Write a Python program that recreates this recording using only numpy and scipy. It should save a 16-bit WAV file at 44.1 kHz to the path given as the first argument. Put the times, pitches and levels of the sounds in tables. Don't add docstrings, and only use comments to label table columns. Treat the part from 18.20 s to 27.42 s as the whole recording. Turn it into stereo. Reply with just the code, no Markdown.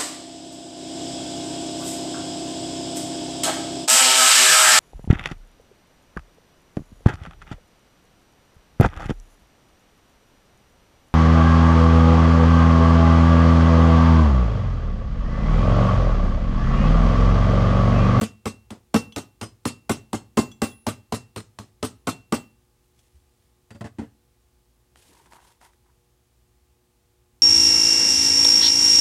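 import sys
import numpy as np
from scipy import signal
from scipy.fft import rfft, irfft, next_fast_len
from scipy.io import wavfile
from scipy.ndimage import uniform_filter1d

SR = 44100
rng = np.random.default_rng(int(sys.argv[2]) if len(sys.argv) > 2 else 0)


def rack_gain(trim_db):
    fader = np.asarray(trim_db, float)
    return 10 ** (fader / 20)


def transcribe(signal):
    frames = np.atleast_2d(signal).T
    limited = np.clip(frames, -1, 1)
    pcm = np.round(limited * 32767).astype(np.int16)
    wavfile.write(sys.argv[1], SR, pcm)


N = 406602

# start_s, thud_db, thud_pitch_hz, thrown_sand_db, rod_ring_db
RAM_BLOWS = [(0.0136, -20.5, 225.4, -21, -26.5), (0.2569, -27, 226, -24, -27.5),
             (0.5058, -37, 220.2, -39, -56), (0.7429, -12.5, 227.5, -17.5, -16),
             (0.9623, -29.5, 275.8, -24, -32.5), (1.2135, -32, 229.5, -27, -50),
             (1.4544, -25.5, 237, -19.5, -25), (1.6957, -18.5, 229, -17, -26.5),
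             (1.9318, -22.5, 231.7, -25, -36.5), (2.173, -12, 230.2, -16.5, -20),
             (2.4193, -18, 229, -18.5, -20.5), (2.6674, -25, 237.1, -19, -30),
             (2.924, -26, 230.4, -21.5, -28.5), (3.162, -37, 216.8, -28, -52),
             (3.3884, -42, 205.2, -36.5, -56.5), (3.6287, -26, 255, -20, -40),
             (3.8718, -22.5, 259.9, -19.5, -23), (4.1243, -17, 235.6, -18.5, -23)]
# pitch_hz, level_db, t60_s
FLOOR_MODES = [(83, -5, 0.056), (104.3, 5.5, 0.14), (125.6, -8.5, 0.055)]
# frequency_hz, level_db
SAND_SPECTRUM = [(710, -30), (1200, -6), (1750, -15.5), (2510, -11), (2680, -10), (2890, -11), (4000, -11),
                 (8350, -13.5), (14400, -23.5), (15300, -30.5), (16000, -78.5)]
# frequency_hz, level_db
TOUCH_SPECTRUM = [(410, -28), (700, -4.5), (1230, -6), (2000, -5.5), (2370, -17), (2630, -10),
                  (3280, -15.5), (8650, -24), (14200, -43), (16000, -50)]
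# frequency_hz, level_db
RUB_SPECTRUM = [(710, -5), (1200, -11.5), (1830, -6), (2150, -6.5), (3050, -5), (6650, -8.5), (10500, -11),
                (14800, -18), (16000, -37)]
USUAL_THUD_DB, USUAL_SAND_DB = -23, -21
MIC_LOW_HZ = 55.6


def ramming():
    return shocks() + thrown_sand() + ringing_rod() + loose_tool()


def shocks():
    # level_db, share_of_thud, share_of_sand
    crack_law = (-19, .35, .42)
    tray_law = (-24, .5, .6)
    out = np.zeros((2, N))
    for s, thud_db, hz, sand_db, _ in RAM_BLOWS:
        floor_db = -31.5 + .6 * min(sand_db + 24, 0)
        crack_db = follow(crack_law, thud_db, sand_db)
        tray_db = follow(tray_law, thud_db, sand_db)
        add(out, s - .003, blow(crack_db, thud_db, hz, tray_db, floor_db))
    return out


def follow(law, thud_db, sand_db):
    return law[0] + law[1] * (thud_db - USUAL_THUD_DB) + law[2] * (sand_db - USUAL_SAND_DB)


def blow(crack_db, bench_db, bench_hz, tray_db, floor_db):
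    # frequency_hz, level_db
    crack_spectrum = [(470, -28), (800, 5.5), (1780, -8.5), (2730, -4.5), (6570, -13.5), (8550, -11),
                      (10200, -22), (13300, -23.5), (16000, -30.5)]
    # multiple_of_thud_pitch, level_db, t60_s
    bench_modes = [(.8, -13.5, .07), (1.001, 0.5, .075), (1.22, -11, 0.089), (1.55, -20, .07),
                   (2.03, -16, .06)]
    # pitch_hz, level_db, t60_s
    tray_modes = [(450, 0, .05), (530, -4, .04), (590, -3, .04), (670, -5, .04), (760, -7, .035),
                  (840, -4, .04), (950, -4, .04), (1070, -5, .035), (1170, -3, .04), (1290, -5, .035),
                  (1500, -11, .04), (1790, -13, .05), (2020, -12, .07)]
    # frequency_hz, level_db
    clutter_spectrum = [(53, -31), (90, -2), (194, 0.5), (300, -3), (430, -5), (647, -9.5), (895, -10.5),
                        (1030, -14), (1210, -15.5), (1690, -21), (2000, -18.5), (2600, -49), (4400, -120)]
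    t, lead = clock(.5), .003
    crack = coloured(grit(len(t), rough_db=2, grain=.0005), crack_spectrum)
    crack *= np.where(t < lead, rack_gain(-13) * t / lead, rack_gain(-60 * (t - lead) / 0.019))
    push = np.hanning(round(.0015 * SR))
    bench_modes = np.array(bench_modes) * [bench_hz, 1, 1]
    bench = ring(bench_modes, push, .5, spread_db=2, detune=.015, swell=.012)
    floor = ring(FLOOR_MODES, push, .5, spread_db=5, detune=0.025, swell=.01)
    tray = ring(tray_modes, bounces(.025, count=24, fall=.8), .5, spread_db=2, detune=.03)
    clutter = coloured(grit(len(t), rough_db=2.5, grain=0.0089), clutter_spectrum)
    clutter *= rack_gain(-60 * t / 0.2) * np.clip(t / 0.014, 0, 1)
    body = rack_gain(bench_db + 4) * bench + rack_gain(floor_db + 4) * floor + rack_gain(tray_db + 10) * tray
    body = body + rack_gain(0.28 * bench_db + 0.25 * tray_db - 15.5) * clutter
    return rack_gain(crack_db) * crack + np.roll(body, round(lead * SR), 1)


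def thrown_sand():
    # pitch_hz, level_db, t60_s
    flask_modes = [(3100, 0, 0.1), (3500, -1.5, .1), (4230, 0, .13), (4780, -3, .1), (5280, 1, .14),
                   (5700, -3, .1), (6150, -1, .12), (7350, -2, .1), (7990, 0, .14), (8500, -2, .1),
                   (9300, -6.5, .1), (12100, -10, 0.083), (13400, -12, .1)]
    out = np.zeros((2, N))
    for s, _, _, sand_db, _ in RAM_BLOWS:
        extra_db = sand_db - USUAL_SAND_DB
        rise = max(.027 - .0014 * abs(extra_db), .007)
        fall = (.022 / rise) ** .4
        add(out, s - .001, spray(sand_db, rise, fall, -.4 + .04 * extra_db))
        flask = ring(flask_modes, bounces(.05, count=10, fall=2.2), .3, spread_db=2.5, detune=.03)
        add(out, s, rack_gain(sand_db - 9) * flask)
    return out


def spray(db, rise, fall, bright_db):
    # frequency_hz, t60_s
    decay = [(1000, 0.12), (3000, 0.14), (8000, 0.16), (15000, 0.051)]
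    grains = coloured(grit(SR // 2, rough_db=0.5, grain=0.0042), SAND_SPECTRUM)
    hz, t, z = signal.stft(grains, SR, nperseg=128)
    clumps = uniform_filter1d(rng.standard_normal(z.shape[1:]), size=2, axis=0)
    clumps = evened(uniform_filter1d(clumps, size=24, axis=1))
    shape_db = 3.2 * clumps + bright_db * np.log2(hz[:, None] / 5000 + .1)
    shape_db -= 60 * np.maximum(t - rise, 0) / (fall * read(decay, hz)[:, None])
    swell = (0.36 + 0.44 * np.clip(t / rise, 0, 1) ** 2) * np.clip(t / .004, 0, 1)
    return rack_gain(db - 10) * signal.istft(z * rack_gain(shape_db) * swell, SR, nperseg=128)[1]


def ringing_rod():
    # pitch_hz, level_db, t60_s
    rod_groups = [
        [(2713, -12, .36)],
        [(6961, 0, .3), (5050, -10, .22)],
        [(10333, 0, .9)],
        [(11480, 0, .45)],
        [(14795, 0, .35), (12505, -5, .4)],
    ]
    # start_s, second_bend_db, length_mode_db, third_bend_db, top_modes_db
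    square_blows = [(0.743, -46, -64, -60, -47), (0.962, -54, -76, -63, -57), (1.454, -49, -70, -68, -62),
                    (1.696, -52, -72, -66, -52), (2.173, -37, -71, -60, -47), (2.419, -51, -49, -72, -44),
                    (2.667, -52, -74, -69, -51), (3.629, -54, -72, -69, -58), (3.872, -51, -76, -68, -57),
                    (4.124, -52, -69, -67, -48)]
    upper_db = [-55, -76, -70, -63]
    out = np.zeros((2, N))
    lengths = np.append(np.diff(np.array(RAM_BLOWS)[:, 0]), .6)
    for (s, _, _, _, rod_db), length in zip(RAM_BLOWS, lengths):
        levels_db = [rod_db, *(np.array(upper_db) + .3 * (rod_db + 30))]
        for at, *singing_db in square_blows:
            if abs(at - s) < .05:
                levels_db[1:] = singing_db
        for modes, db in zip(rod_groups, levels_db):
            tone = ring(modes, np.ones(1), length, spread_db=2, detune=.0003)
            add(out, s, rack_gain(db + modes[0][1]) * tone)
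    return out


def loose_tool():
    # start_s, low_partials_db, high_partials_db, tick_db
    hops = [(0.9233, -39, -56, -52), (2.315, -45.5, -47.5, -50.5), (2.5162, -52, -68.5, -56),
            (4.79, -62, -70, -57)]
    # pitch_hz, level_db, t60_s
    tool_groups = [
        [(3373, 0.5, 0.078), (3088, -17.5, 0.14)],
        [(6045, 4.5, .13), (5748, -6.5, .09), (7460, -10, 0.17), (7488, -11.5, 0.33), (8800, -7.5, 0.052)],
    ]
    out = np.zeros((2, N))
    for s, *levels_db, tick_db in hops:
        for modes, db in zip(tool_groups, levels_db):
            contact = bounces(.004, count=3, fall=0.93)
            add(out, s, rack_gain(db + 3) * ring(modes, contact, .3, spread_db=5, detune=0.0026))
        tick = coloured(grit(SR // 10, rough_db=3, grain=0.00089), SAND_SPECTRUM)
        add(out, s, rack_gain(tick_db - 60 * clock(.1) / 0.042) * tick)
    return out


def laying_down():
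    # start_s, scrape_db, plank_db, skid_length_s, scrape_t60_s
    touches = [(5.5053, -44.5, -46, 0.00546, 0.088), (5.5458, -53, -46, 0.017, .07),
               (5.6087, -39, -33, .004, 0.07), (5.641, -43.5, -34, .028, 0.08),
               (5.7843, -45, -27.5, .012, 0.17), (5.808, -56, -35, 0.03, .2)]
    # pitch_hz, level_db, t60_s
    plank_modes = [(183, -6, 0.086), (226, 3, 0.12), (285, 0, 0.092), (356, -5.5, 0.067), (432, -6, 0.096),
                   (555, -5, 0.1), (689, -6, 0.08), (829, -9, 0.081), (995, -15, 0.066), (1163, -18, .06),
                   (1367, -19, 0.057), (1620, -43, .06), (1950, -34, 0.0594), (2531, -25, 0.069)]
    # pitch_hz, level_db, t60_s
    shank_modes = [(4700, 4, 0.41), (7600, -8, .6)]
    out, t = np.zeros((2, N)), clock(.4)
    for s, scrape_db, plank_db, skid, t60 in touches:
        scrape = coloured(grit(len(t), rough_db=0.5, grain=.003), TOUCH_SPECTRUM)
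        scrape *= rack_gain(-60 * np.maximum(t - skid, 0) / t60) * np.clip(t / (0.082 * skid), 0, 1)
        contact = bounces(skid, count=12, fall=1.2)
        plank = ring(plank_modes, contact, .4, spread_db=2, detune=.04, swell=.003)
        push = np.hanning(round(.003 * SR))
        rumble = ring(FLOOR_MODES, push, .4, spread_db=-11, detune=0.048, swell=0.0037)
        rumble_db = -18 + .58 * plank_db
        add(out, s, rack_gain(scrape_db) * scrape)
        add(out, s, rack_gain(plank_db + 5.5) * plank + rack_gain(rumble_db + 4) * rumble)
    shank_from, shank_to = 5.507, 5.61
    shank = ring(shank_modes, np.ones(1), shank_to - shank_from, spread_db=0, detune=0)
    add(out, shank_from, rack_gain(-58) * shank)
    return out


def scooping():
    # start_s, length_s, sliding_sand_db, fingers_on_tray_db, palm_rub_db
    strokes = [(6.752, .315, -57.5, -59, -67), (7.095, .07, -56, -51, -72), (7.19, .125, -60, -59, -78),
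               (7.4, .06, -58, -53, -72), (7.522, .012, -66, -76, -74), (7.64, .04, -82, -61, -82)]
    # pitch_hz, width_hz, level_db
    resonances = [(935, 260, 0), (1465, 520, -16), (1930, 660, -17)]
    start, thin, dig = 6.72, 14, 40
    t = clock(1.0) + start
    hiss = np.sqrt(sum(stroke(t, s, n, db - thin * n, -thin) for s, n, db, _, _ in strokes))
    hollow = np.sqrt(sum(stroke(t, s, n, db, dig) for s, n, _, db, _ in strokes))
    rub = np.sqrt(sum(stroke(t, s, n, db, 0) for s, n, _, _, db in strokes))
    hz = np.geomspace(300, 4000, 200)
    bell = sum(rack_gain(db) / (1 + (2 * (hz - f) / width) ** 2) for f, width, db in resonances)
    hollow_spectrum = np.c_[hz, 20 * np.log10(bell)]
    rub_spectrum = [(90, -38), (160, -1), (280, 1.5), (480, -1.5), (700, -40)]  # (Hz, dB)
    slide = hiss * coloured(grit(len(t), rough_db=2.5, grain=.008), RUB_SPECTRUM)
    slide += hollow * coloured(grit(len(t), rough_db=4, grain=0.014), hollow_spectrum)
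    slide += rub * coloured(grit(len(t), rough_db=6.5, grain=0.023), rub_spectrum)
    out = np.zeros((2, N))
    add(out, start, slide)
    return out


def stroke(t, start, length, db, slope_db):
    since = np.clip(t - start, 0, None)
    fade_db = slope_db * np.minimum(since - length, 0) - 320 * np.maximum(since - length, 0)
    return (rack_gain(db + fade_db) * np.clip(since / .025, 0, 1)) ** 2


def pats():
    # start_s, level_db
    fingertips = [(6.758, -45), (7.059, -46.5), (7.122, -43), (7.134, -39), (7.159, -51), (7.202, -45.5),
                  (7.414, -47.5), (7.451, -47), (7.534, -55)]
    # start_s, level_db
    lumps = [(3.18, -36), (3.205, -38), (3.388, -36)]
    out = np.zeros((2, N))
    for s, db in fingertips + lumps:
        tick = coloured(grit(2000, rough_db=3.5, grain=0.0012), TOUCH_SPECTRUM)
        add(out, s, rack_gain(db) * tick * rack_gain(-60 * clock(2000 / SR) / 0.018))
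    return out


def footsteps():
    # start_s, level_db
    steps = [(4.942, -48.5), (5.02, -55)]
    out = np.zeros((2, N))
    modes = np.array(FLOOR_MODES) * [.7, 1, 1]
    for s, db in steps:
        add(out, s, rack_gain(db + 2) * ring(modes, np.ones(1), .3, spread_db=4.5, detune=.05, swell=.01))
    return out


def sleeve():
    # peak_s, level_db, swell_db_per_s, fade_db_per_s
    rustles = [(4.644, -72, 200, 180), (4.8, -66, 260, 58), (5.274, -72, 80, 450)]
    start = 4.55
    t = clock(.8) + start
    level = sum(rack_gain(db - np.maximum(swell * (s - t), fade * (t - s))) for s, db, swell, fade in rustles)
    out = np.zeros((2, N))
    add(out, start, level * coloured(grit(len(t), rough_db=3.5, grain=0.0055), RUB_SPECTRUM))
    return out


def shop(x):
    # frequency_hz, t60_s
    reverberation = [(60, 0.7), (250, 0.3), (1000, 0.28), (4000, .3), (12000, .2)]
    taps = np.zeros((2, SR // 2))
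    places = np.arange(300, SR // 2 - 20, 20)
    at = places + rng.integers(0, 20, (2, len(places)))
    np.put_along_axis(taps, at, rng.choice([-1., 1.], at.shape), 1)
    hz, t, z = signal.stft(taps, SR, nperseg=512)
    tail = signal.istft(z * rack_gain(-60 * t / read(reverberation, hz)[:, None]), SR, nperseg=512)[1]
    return signal.oaconvolve(x, tail / np.linalg.norm(tail[0]), axes=1)[:, :N]


def air():
    # frequency_hz, level_db
    room_spectrum = [(33, -19), (55, 1.5), (68, -0.5), (82, -9), (118, -4), (160, -14.5), (250, -14.5),
                     (400, -17.5), (800, -21.5), (1500, -25.5), (3000, -26.5), (5500, -27.5), (8500, -28),
                     (16400, -34)]
    # pitch_hz, level_db
    hum_partials = [(59.2, -73.5), (118.4, -76), (242.2, -82.5), (360.7, -74.5), (479.1, -80.5),
                    (721.4, -88.5), (839.8, -83), (899.0, -92.5), (1082, -88.5), (1200, -88.5),
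                    (1561, -100)]
    # frequency_hz, correlation
    likeness = [(60, 0.84), (150, 0.19), (380, -0.41), (950, -0.45), (2380, -0.3), (5980, -0.31),
                (15000, 0.02)]
    # frequency_hz, level_db
    tilt = [(60, -0.5), (180, 0.93), (550, 0.0), (1650, 0.0), (4970, 0.5), (15000, 1.0)]
    t, hum = clock(N / SR), np.zeros(N)
    for hz, db in hum_partials:
        waver_db = 1.6 * evened(uniform_filter1d(rng.standard_normal(N), size=6000))
        hum += np.sqrt(2) * rack_gain(db - 1 + waver_db) * np.sin(2 * np.pi * (hz * t + rng.random()))
    room = rack_gain(-62.5) * coloured(rng.standard_normal((2, N)), room_spectrum)
    return hum + ports(room, likeness, tilt)


def ports(takes, same, tilt):
    size = next_fast_len(N)
    hz = np.fft.rfftfreq(size, 1 / SR)
    a, b = rfft(takes, size)
    share = np.clip(read(same, hz), -1, 1)
    lean = rack_gain(read(tilt, hz) / 2)
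    right = share * a + np.sqrt(1 - share ** 2) * b
    return irfft([a * lean, right / lean], size)[:, :N]


def ring(modes, force, length, spread_db, detune, swell=0):
    hz, db, t60 = np.transpose(modes)
    size = round(length * SR)
    t = clock(min(length, max(t60)))[:, None]
    luck = rng.standard_normal((2, len(hz)))
    side = rng.choice([-1, 1], len(hz))
    fade = rack_gain(db + spread_db * luck[0] - 60 * t / np.maximum(t60, .01))
    fade = fade * (1 - np.exp(-t / (swell + 2 / SR)))
    turn = 2 * np.pi * hz * (1 + detune * luck[1]) * t
    takes = np.array([(fade * np.sin(turn)).sum(1), (side * fade * np.cos(turn)).sum(1)])
    takes = signal.oaconvolve(takes, force[None])[:, :size]
    return np.pad(takes, ((0, 0), (0, size - takes.shape[1]))) / abs(takes[0]).max()


def bounces(length, count, fall):
    force = np.zeros(round(length * SR) + 1)
    at, size = rng.random((2, count))
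    places = (at * length * SR).astype(int)
    force[places] = (0.23 + size) * np.exp(-at * fall) * rng.choice([-1, 1], count)
    force[0] = .6
    return force


def grit(size, rough_db, grain):
    lumps = evened(uniform_filter1d(rng.standard_normal(size), max(int(grain * SR), 1)))
    return rng.standard_normal((2, size)) * rack_gain(rough_db * lumps)


def coloured(x, spectrum):
    hz = np.fft.rfftfreq(x.shape[-1], 1 / SR)
    return evened(irfft(rfft(x) * rack_gain(read(spectrum, hz)), x.shape[-1]))


def evened(x):
    return x / np.sqrt(np.mean(x ** 2) + 1e-20)


def read(points, hz):
    f, value = np.transpose(points)
    return np.interp(np.log(hz + 1), np.log(f + 1), value)


def clock(length):
    return np.arange(round(length * SR)) / SR


def add(mix, s, sound):
    part = mix[:, round(s * SR):][:, :sound.shape[1]]
    part += sound[:, :part.shape[1]]


def scene():
    # frequency_hz, correlation
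    likeness = [(60, .97), (130, 0.98), (260, 0.97), (450, 0.8), (900, 0.25), (2400, .1), (15000, 0)]
    # frequency_hz, level_db
    tilt = [(60, -2), (99, 2), (160, 0.5), (270, -1), (450, -0.5), (740, 0.5), (1220, -1), (2010, 0.5),
            (3330, -3), (5500, 5), (9080, 14), (15000, 4.5)]
    bench = ramming() + laying_down() + scooping() + pats() + footsteps() + sleeve()
    bench = signal.sosfilt(signal.butter(2, MIC_LOW_HZ, "high", fs=SR, output="sos"), bench)
    return ports(bench + rack_gain(-17.5) * shop(bench), likeness, tilt) + air()


def band_limit(x):
    return signal.sosfilt(signal.butter(12, 16630, fs=SR, output="sos"), x)


def record(dry):
    heard = signal.sosfilt(signal.butter(4, MIC_LOW_HZ / 2, "high", fs=SR, output="sos"), dry)
    band = signal.firwin(511, 16050, window=("kaiser", 9), fs=SR)
    heard = signal.oaconvolve(heard, band[None], "same")
    return band_limit(heard)


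dry = scene()
out = record(dry)
transcribe(out)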